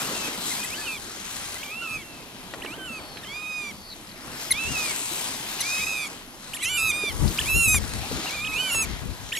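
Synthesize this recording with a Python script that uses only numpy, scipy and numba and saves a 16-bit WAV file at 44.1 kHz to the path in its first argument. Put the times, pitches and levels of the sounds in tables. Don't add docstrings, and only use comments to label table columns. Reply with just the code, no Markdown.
import sys
import numpy as np
from scipy import signal
from scipy.io import wavfile
from scipy.ndimage import uniform_filter1d
from numba import njit

SR = 44100
rng = np.random.default_rng(int(sys.argv[2]) if len(sys.argv) > 2 else 0)


def dump(signal):
    limited = np.clip(np.atleast_2d(signal).T, -1, 1)
    pcm = np.round(limited * 32767).astype(np.int16)
    wavfile.write(sys.argv[1], SR, pcm)


N = 414099

WHISTLES = [
    [[(0, 2390, -41), (.05, 2730, -44), (.075, 2950, -48), (.14, 2900, -59), (.155, 2704, -43),
     (.214, 2650, -44), (.27, 2560, -38), (.3, 2050, -52)], (9, -6, 15, 5, -6, 3)],
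    [[(.55, 2050, -55.5), (.6, 2480, -43), (.63, 2465, -36), (.665, 2610, -44), (.69, 2640, -58),
     (.8, 2570, -61), (.815, 2550, -42), (.9, 2420, -42), (.96, 2356, -38.5), (.985, 2070, -51)],
     (-10.5, -2, -8.5, -7, -5, 12)],
    [[(.695, 2100, -45), (.74, 2600, -36.5), (.75, 3010, -37), (.77, 3110, -44), (.79, 3460, -46),
     (.83, 3470, -55), (.855, 3050, -42), (.87, 2880, -33), (.88, 2660, -31), (.93, 2574, -35),
     (.96, 2420, -38), (.98, 2150, -50)], (1, -18, -18, -2, -4.5, 0)],
    [[(1.585, 2063, -50), (1.62, 2166, -46), (1.65, 2380, -41), (1.68, 2288, -42), (1.72, 2525, -37.5),
     (1.79, 2740, -42), (1.83, 2756, -34), (1.9, 2470, -40), (1.98, 2330, -42), (2.02, 2200, -44),
     (2.035, 1950, -58)], (8, -11, -15, -10, -4, 10)],
    [[(1.68, 2103, -52), (1.72, 2297, -46), (1.77, 2703, -39), (1.81, 2744, -36), (1.83, 3000, -43),
     (1.855, 2810, -43), (1.87, 2650, -37), (1.96, 2560, -32), (1.978, 2415, -39)],
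     (4.5, -15, -3, -3, -5.5, -1)],
    [[(1.98, 2500, -52), (2.03, 2770, -54), (2.1, 2685, -50.5), (2.26, 2500, -62)], (-2, -12, 0, -8, -7, 0)],
    [[(2.664, 2360, -43), (2.675, 2275, -41), (2.705, 2426, -40.5), (2.74, 2840, -39), (2.75, 3140, -46),
     (2.77, 3290, -58), (2.795, 3106, -44), (2.87, 3000, -40), (2.885, 2740, -38.5), (2.93, 2640, -36.5),
     (2.98, 2510, -41.5), (3.0, 2260, -44)], (6, -22, -2, -2, -4, -2)],
    [[(3.25, 2040, -52), (3.274, 2027, -52), (3.288, 2170, -44.5), (3.318, 2240, -38), (3.354, 2428, -36),
     (3.428, 2477, -36.5), (3.468, 2505, -35), (3.59, 2468, -33), (3.698, 2310, -37), (3.718, 2030, -47)],
     (2.5, -2, -12, -5, -5.5, -1)],
    [[(4.534, 2140, -37), (4.568, 2386, -33.5), (4.59, 2597, -30.5), (4.622, 2660, -31.5),
     (4.66, 2610, -30.5), (4.702, 2853, -40), (4.73, 2800, -40), (4.762, 2580, -29), (4.858, 2443, -34),
     (4.886, 2300, -42), (4.912, 2230, -36), (4.938, 2060, -51)], (-4, -2, -14, -20, -6.5, 5)],
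    [[(5.627, 2145, -37), (5.664, 2390, -34.5), (5.726, 2517, -29.5), (5.8, 2544, -31.5),
     (5.9, 2503, -33.5), (6.03, 2336, -35), (6.062, 2150, -39)], (-6, 0, -6, -3, -4.5, 6)],
    [[(5.78, 2075, -46), (5.826, 2416, -31), (5.885, 2614, -32.5), (6.05, 2473, -36), (6.08, 2170, -39.5)],
     (2, -4.5, -1, 7, -6.5, -4)],
    [[(6.58, 1763, -58), (6.605, 2060, -45), (6.64, 2435, -31), (6.67, 2720, -30), (6.688, 2780, -30.5),
     (6.696, 3026, -32.5), (6.74, 2934, -31.5), (6.77, 2950, -29), (6.782, 2673, -26), (6.89, 2573, -26.5),
     (6.905, 2470, -24), (6.922, 2066, -41)], (-3, -6.5, 6.5, 7, -6, 0.5)],
    [[(6.655, 2037, -34), (6.67, 2012, -39), (6.7, 2295, -35), (6.8, 2430, -30), (6.84, 2510, -33),
     (6.92, 2400, -30), (7.0, 2465, -29.5), (7.09, 2323, -29.5), (7.12, 1950, -49)],
     (-1, -1, 4, -6, -5, 1.5)],
    [[(7.43, 1813, -53), (7.454, 2110, -44), (7.474, 2370, -33), (7.492, 2609, -27.5), (7.534, 2635, -25),
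     (7.575, 2777, -23.5), (7.644, 2683, -23), (7.662, 2570, -22.5), (7.672, 2627, -25.5),
     (7.684, 2510, -23), (7.722, 2536, -23.5), (7.764, 2417, -25.5), (7.778, 2305, -33.5),
     (7.787, 2080, -37)], (-4, -3, 5, 11.5, -6.5, 2)],
    [[(8.297, 2170, -43), (8.33, 2330, -36), (8.35, 2480, -35), (8.38, 2323, -34), (8.43, 2456, -32),
     (8.46, 2540, -32), (8.55, 2550, -32), (8.585, 2380, -35), (8.605, 2540, -34.5), (8.7, 2260, -34),
     (8.715, 2130, -43)], (4, -7, -5, -8, -3.5, -11)],
    [[(8.515, 2100, -48), (8.55, 2520, -28), (8.578, 2723, -30), (8.59, 2930, -29), (8.61, 2966, -26),
     (8.62, 3090, -32), (8.69, 3043, -30.5), (8.72, 2715, -27.5), (8.735, 2850, -27), (8.745, 2690, -28.5),
     (8.82, 2630, -28), (8.852, 2220, -38.5)], (-3.5, -6, -3.5, 14, -6.5, 0.5)],
    [[(9.365, 2220, -36), (9.4, 2250, -36)], (0, -2, 5, 6, -3, 0)],
]
def whistles():
    out = np.zeros((2, N))
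    for curve, facing in WHISTLES:
        times, second_hz, db = np.array(curve).T
        t = np.arange(times[0], times[-1], 1 / SR)
        hz = np.interp(t, times, second_hz / 2) * (1 + 0.00209 * walk(39.9, len(t)))
        hz = uniform_filter1d(hz, 200, mode="nearest")
        db = uniform_filter1d(np.interp(t, times, db), 200, mode="nearest")
        source_db = db - at(THROAT, 2 * hz)
        add(out, times[0], voice(hz, source_db, facing, fade_s=0.00083, rasp=0.0039, flutter_db=0.39))
    return out


# start and length in seconds, starting and top pitch in Hz,
# level before the throat in dB, treble gain in dB, fade as the pitch drops in dB.
KIPS = [(0.512, 0.026, 2070, 2080, -38, 2, 30), (0.627, 0.046, 1086, 2020, -35, 0, 21),
        (1.554, 0.038, 2020, 2030, -36, -15, 25), (1.63, 0.042, 1150, 1800, -40, -9, 16),
        (2.618, 0.054, 1086, 1940, -36, -6, 12), (3.23, 0.022, 1850, 1830, -29.5, -12, 23),
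        (4.506, 0.029, 2077, 2093, -28, 17.5, 21), (5.584, 0.035, 1105, 1450, -42, -6, 60),
        (5.605, 0.023, 2080, 2040, -28.5, 11, 22), (6.533, 0.043, 1096, 1880, -32.5, 8, 8),
        (6.61, 0.038, 1060, 1390, -43, 6, 57), (6.625, 0.029, 2040, 2020, -31, 9, 8),
        (7.383, 0.041, 1053, 1785, -27, -1.5, 12.5), (8.257, 0.048, 1065, 1435, -39, -18, 8),
        (8.443, 0.042, 1040, 1800, -30, -10, 8), (9.32, 0.045, 1033, 1843, -25.5, -3, 20),
        (9.35, 0.028, 2000, 1955, -31.5, 4.5, 12)]
def kips(end_hz=1110):
    out = np.zeros((2, N))
    for start, length, start_hz, top_hz, db, treble_db, fade_db in KIPS:
        u = np.linspace(0, 1, int(length * SR))
        climb_left = np.clip(1 - u / .35, 0, 1) ** 1.1
        fall = np.clip((u - .35) / 0.58, 0, 1) ** 2.4
        hz = top_hz - (top_hz - start_hz) * climb_left - (top_hz - end_hz) * fall
        leap = top_hz / start_hz
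        source_db = db - fade_db * fall - 9 * climb_left * (leap - .8)
        overtone_db = 0.54 * treble_db - 2 - 11 * (leap - 1)
        facing = (-11, overtone_db, treble_db, treble_db + 2, -2.5, 2.5)
        kip = voice(hz, source_db, facing, fade_s=0.001, rasp=.006, flutter_db=3.5, hollow_db=-9)
        add(out, start, kip)
    return out


# frequency in Hz, gain in dB.
THROAT = [(900, -56), (1250, -15.5), (1750, -2), (2100, 0), (2600, 4), (3100, 1.5), (3450, -7), (5000, -9),
          (6000, -12.5), (6800, -10.5), (8000, -15), (11000, -15), (13000, -25), (14500, -61), (16000, -49)]
def voice(hz, source_db, facing, fade_s, rasp, flutter_db, hollow_db=0):
    low_db, overtone_db, first_db, last_db, pan_db, treble_pan_db = facing
    n = len(hz)
    colour = [(1800, low_db), (2100, 0), (3100, 0), (3700, overtone_db), (5000, overtone_db),
              (6300, 0.022)]
    treble_share = [(5000, 0.009), (6300, 0.91), (8000, 0.84), (11500, 1.05)]
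    treble_db = np.linspace(first_db, last_db, n)
    dulling_db = .35 * (source_db - source_db.max())
    phase = 2 * np.pi * np.cumsum(hz * (1 + rasp * walk(400, n) + 0.0024 * walk(89.9, n))) / SR
    out = 0
    for k in range(1, 14):
        partial_hz = k * hz
        db = source_db + at(THROAT, partial_hz) + at(colour, partial_hz)
        db += treble_db * at(treble_share, partial_hz)
        db += dulling_db * np.clip(np.log2(partial_hz / 3500), 0, 1)
        db += hollow_db * np.exp(-((partial_hz - 6100) / 900) ** 2)
        db += min(0.44 * k, 3) * walk(60.3, n) + 2.44 * (k != 2) * walk(15.7, n)
        db += flutter_db * walk(231, n)
        beam = np.clip(np.log2(partial_hz / 3000), 0, 1)
        lag = -0.12 * beam * np.array([[1], [-1]])
        pan = sides(pan_db + beam * (treble_pan_db - pan_db))
        out = out + undb(db) * pan * np.sin(k * phase + lag + 2 * np.pi * rng.random())
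    edge_s = np.minimum(np.arange(n), np.arange(n)[::-1]) / SR
    return np.sqrt(2) * out * np.clip(edge_s / fade_s, 0, 1)


# crest time, build, hold and release in seconds, then breaker rumble, wash
# and foam hiss in dB.
WAVES = [(0.0, .1, 0.031, 1, -34.5, -37.5, -41.5), (0.487, 0.46, 0.088, 0.46, -45, -39, -39.5),
         (0.789, 0.28, 0.046, 0.53, -48, -47, -47), (1.35, 0.89, 0.041, 0.8, -50, -44.5, -47.5),
         (2.142, 0.37, 0.016, 0.22, -44, -52, -61), (2.65, 0.36, 0.33, 0.35, -40.5, -51, -62.5),
         (4.106, 0.4, .2, .3, -47, -56, -67.5), (4.412, 0.15, 0.2, 0.39, -51, -45, -48),
         (4.727, 0.5, 0.56, 0.69, -41, -41, -42), (5.642, 0.94, 0.14, 0.48, -41.5, -39, -43),
         (6.565, 0.26, 0.19, 0.61, -46.5, -48.5, -56), (7.233, 0.48, 0.21, 0.23, -38.5, -45, -44),
         (7.6, 0.18, .02, 0.73, -43, -46, -43), (8.056, 0.72, 0.23, 0.43, -39, -40.5, -48),
         (8.55, 0.38, 0.31, 0.35, -40, -44, -53.5), (9.28, 0.85, .1, .2, -46, -48, -58)]
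# rumble, wash and foam in dB.
LULL_DB = (-46, -53.5, -62.5)
def waves(t):
    lull = np.array(LULL_DB)[:, None]
    db = lull + np.zeros_like(t)
    for crest, build, hold, release, *top_db in WAVES:
        height = np.interp(t, [crest - build, crest, crest + hold, crest + hold + release], [0, 1, 1, 0])
        db = np.maximum(db, lull + height * (np.array(top_db)[:, None] - lull))
    return db


SURF_CENTRES_HZ = [50, 300, 3500, 10000]
# frequency in Hz, gain of that third octave in dB.
SURF_COLOUR = [(30, -9.5), (60, -14.5), (125, -10.5), (250, -9.5), (500, -12.5), (1000, -5.5), (1800, -5),
               (2500, -2), (4000, 0), (5600, 0), (8000, 4.5), (10000, 4), (13000, -0.5), (16100, -40)]
# frequency in Hz, left-right correlation.
SURF_LIKENESS = [(60, 0.5), (130, 1), (350, 0.81), (700, 0.97), (1400, 0.68), (2800, 0.1), (4000, 0.56),
                 (8000, 0.8), (15000, 0.17)]
# frequency in Hz, left minus right in dB.
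SURF_BALANCE = [(60, -7), (110, -3.5), (380, -1.5), (1290, 0.5), (2380, 2.5), (4400, 6.5), (8120, 3),
                (15000, 4)]
def surf(far_sea_db=-55):
    levels = np.vstack([np.full(N, far_sea_db), waves(np.arange(N) / SR)])
    surge_db = walk(9)
    pops = (rng.random(N) < 900 / SR) * undb(3.9 * rng.exponential(size=N))
    crackle = signal.lfilter([1], [1, -np.exp(-1 / (0.0011 * SR))], pops)
    out = np.zeros((2, N))
    for hz in 25 * 2 ** np.arange(0, 9.4, 1 / 3):
        grain = np.sqrt(1 + at([(3000, .15), (10000, 0.63)], hz) * crackle)
        mid, side = (noise_band(hz, hz / 3, grain) for _ in range(2))
        weights = np.array([at(list(zip(SURF_CENTRES_HZ, layer)), hz) for layer in np.eye(len(levels))])
        db = weights @ levels + at(SURF_COLOUR, hz) + surge_db + 1.68 * walk(13)
        likeness = min(at(SURF_LIKENESS, hz), .95)
        mid *= np.sqrt((1 + likeness) / 2)
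        side *= np.sqrt((1 - likeness) / 2)
        left = mid + side
        right = np.roll(mid - side, 6 if hz < 3400 else 2)
        out += undb(db) * sides(at(SURF_BALANCE, hz)) * np.array([left, right])
    return out


# start in seconds, starting pitch in Hz,
# decay length in cycles, level in dB.
GLUGS = [(7.037, 377, 4.5, -21), (7.305, 298, 8.3, -24.5), (8.03, 730, 28, -29.5), (8.113, 414, 7.7, -24.5),
         (8.126, 229, 8.7, -24.5), (8.179, 308, 16, -27.5), (8.245, 674, 13.5, -28.5),
         (2.901, 212, 8, -30.5), (4.7, 237, 12, -29)]
def glugs(small_count=260):
    chance = rng.random((small_count, 4))
    starts = chance[:, 0] * N / SR
    pitches = 160 * 5.9 ** chance[:, 1]
    decays = 4 + 9 * chance[:, 2]
    levels = waves(starts)[0] + 1.9 - 1.4 * np.log(chance[:, 3])
    out = np.zeros((2, N))
    for start, hz, cycles, db in GLUGS + list(zip(starts, pitches, decays, levels)):
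        u = np.arange(0, 2, hz / cycles / SR)
        envelope = np.exp(-2.4 * u) * np.clip(u / 0.064, 0, 1)
        add(out, start, undb(db) * envelope * np.sin(2 * np.pi * cycles * (u + 0.135 * u ** 2)))
    return out


# time in seconds, hold in seconds, level in dB before port gain.
GUSTS = [(2.45, .7, -57), (4.53, 0.027, -43.5), (4.61, 0.027, -44), (4.686, .025, -36), (4.73, 0.017, -42),
         (4.897, .02, -46), (5.82, .05, -48), (6.68, 0.13, -46.5), (6.845, 0.056, -42.5),
         (7.145, 0.051, -30.5), (7.226, 0.029, -20.5), (7.415, .01, -37.5), (7.477, 0.56, -37.5),
         (7.56, 0.012, -24.5), (7.673, 0.023, -29), (7.743, 0.048, -28.5), (7.834, 0.026, -31.5),
         (7.932, 0.028, -31), (8.118, 0.058, -35), (8.37, 0.14, -45), (8.53, 0.051, -43.5),
         (8.767, .01, -38.5), (8.85, 0.11, -34), (9.031, 0.089, -33.5), (9.196, 0.12, -45.5)]
def wind(breeze_db=-62.5, rise_db_per_s=304, fall_db_per_s=249):
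    t = np.arange(N) / SR
    db = breeze_db + 5 * walk(12)
    for arrival, hold, top_db in GUSTS:
        before, after = (arrival - t).clip(0), (t - arrival - hold).clip(0)
        db = np.maximum(db, top_db - rise_db_per_s * before - fall_db_per_s * after)
    ports = []
    for port_db in (5.5, -8):
        eddies = rng.standard_normal(N) * undb(1.55 * walk(25))
        thump = unit(bandpass(bandpass(eddies, 62., 110.), 80., 160.))
        rush = undb(-23) * unit(bandpass(eddies, 300., 440.))
        ports.append(undb(db + port_db) * (thump + rush))
    return np.array(ports)


# start in seconds, peak in dB,
# centre in Hz, left minus right in dB.
TICKS = [(2.537, -20.5, 700, 3), (2.648, -23, 597, -7), (2.66, -36, 2400, 0), (3.171, -27, 2440, -6),
         (8.293, -25, 5500, -1), (7.278, -26, 4600, 12), (7.316, -31, 3600, 12), (7.375, -27, 4400, 14),
         (7.744, -17.5, 1500, 5), (7.838, -32, 680, 1), (8.747, -21, 700, -4)]
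def camera_ticks():
    out, t = np.zeros((2, N)), np.arange(0, .03, 1 / SR)
    for start, db, hz, pan_db in TICKS:
        burst = rng.standard_normal(len(t)) * np.exp(-t / 0.0067)
        tick = bandpass(bandpass(burst, float(hz), 1400.), float(hz), 2700.)
        add(out, start, sides(pan_db) * undb(db) * tick / np.abs(tick).max())
    return out


# start and end in seconds, pitch in Hz at the start, before
# the final drop and at the end, warbles a second, sweep scale in Hz, starting and ending level in dB.
TRILLS = [(0.752, 0.986, 4700, 4390, 3800, 67, 300, -41, -47),
          (2.922, 3.219, 4700, 4370, 3870, 73, 250, -49, -45),
          (3.363, 3.47, 4200, 4120, 4040, 70, 250, -56, -57),
          (3.707, 3.948, 4700, 4600, 3930, 78, 400, -59, -37.5),
          (9.243, 9.28, 4000, 3890, 3720, 56, 30, -57, -52)]
# start in seconds, final pitch in Hz, level in dB.
CHIPS = [(4.048, 4700, -51), (4.068, 4750, -41), (4.089, 4500, -42), (4.111, 4000, -40), (4.135, 3900, -48),
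         (4.159, 3800, -49), (4.183, 3650, -51), (4.208, 3500, -52)]
def songbird(chip_s=0.011, chip_fall_hz=2000, chip_fall_s=0.0026):
    out = np.zeros((2, N))
    for start, end, start_hz, late_hz, end_hz, rate, sweep_hz, start_db, end_db in TRILLS:
        t = np.arange(0, end - start, 1 / SR)
        u, warble = t / t[-1], 2 * np.pi * rate * t
        hz = np.interp(u, [0, .75, 1], [start_hz, late_hz, end_hz])
        hz += sweep_hz * (0.42 + 0.5 * u) * np.cos(warble)
        pulse = 1 - (.8 - 0.62 * u) * np.cos(warble + 0.63)
        fade = np.clip(np.minimum(u, 1 - u) / 0.058, 0, 1)
        db = start_db + u * (end_db - start_db) + walk(94, len(t))
        add(out, start, undb(db) * pulse * fade * np.sin(2 * np.pi * np.cumsum(hz) / SR))
    t = np.arange(0, chip_s, 1 / SR)
    envelope = np.sin(np.pi * (t / chip_s) ** 1.3)
    for start, end_hz, db in CHIPS:
        hz = end_hz + chip_fall_hz * np.exp(-t / chip_fall_s)
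        add(out, start, undb(db) * envelope * np.sin(2 * np.pi * np.cumsum(hz) / SR))
    return out * sides(1.5)


def microphone_hiss():
    return undb(-54) * np.array([noise_band(hz=11000., width_hz=5000.) for _ in range(2)])


def undb(db):
    return 10 ** (np.asarray(db) / 20)


def at(table, hz):
    points_hz, values = np.array(table).T
    return np.interp(np.log(hz), np.log(points_hz), values)


def unit(x):
    return x / np.sqrt(np.mean(x ** 2))


def sides(pan_db):
    return undb(np.vstack([pan_db, -pan_db]) / 2)


@njit
def bandpass(x, hz, width_hz):
    y, band, low = np.empty(len(x)), 0., 0.
    g, damping = np.tan(np.pi * hz / SR), width_hz / hz
    for i in range(len(x)):
        v = (band + g * (x[i] - low)) / (1 + g * (g + damping))
        band, low, y[i] = 2 * v - band, low + 2 * g * v, damping * v
    return y


def noise_band(hz, width_hz, grain=1):
    return unit(bandpass(bandpass(grain * rng.standard_normal(N), hz, width_hz), hz, width_hz))


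def walk(rate, count=N):
    hold = int(SR / rate)
    steps = np.repeat(rng.standard_normal(count // hold + 1), hold)
    return np.sqrt(2) * uniform_filter1d(uniform_filter1d(steps, hold), hold)[:count]


def add(out, start_s, sound):
    i = int(start_s * SR)
    out[:, i:i + sound.shape[-1]] += sound[..., :max(N - i, 0)]


def scene():
    birds = whistles() + kips() + songbird()
    return birds + camera_ticks() + surf() + glugs() + wind() + microphone_hiss()


def record(dry, top_hz=15750):
    return signal.sosfilt(signal.ellip(10, .2, 80, top_hz, fs=SR, output="sos"), dry)


dry = scene()
out = record(dry)
dump(out)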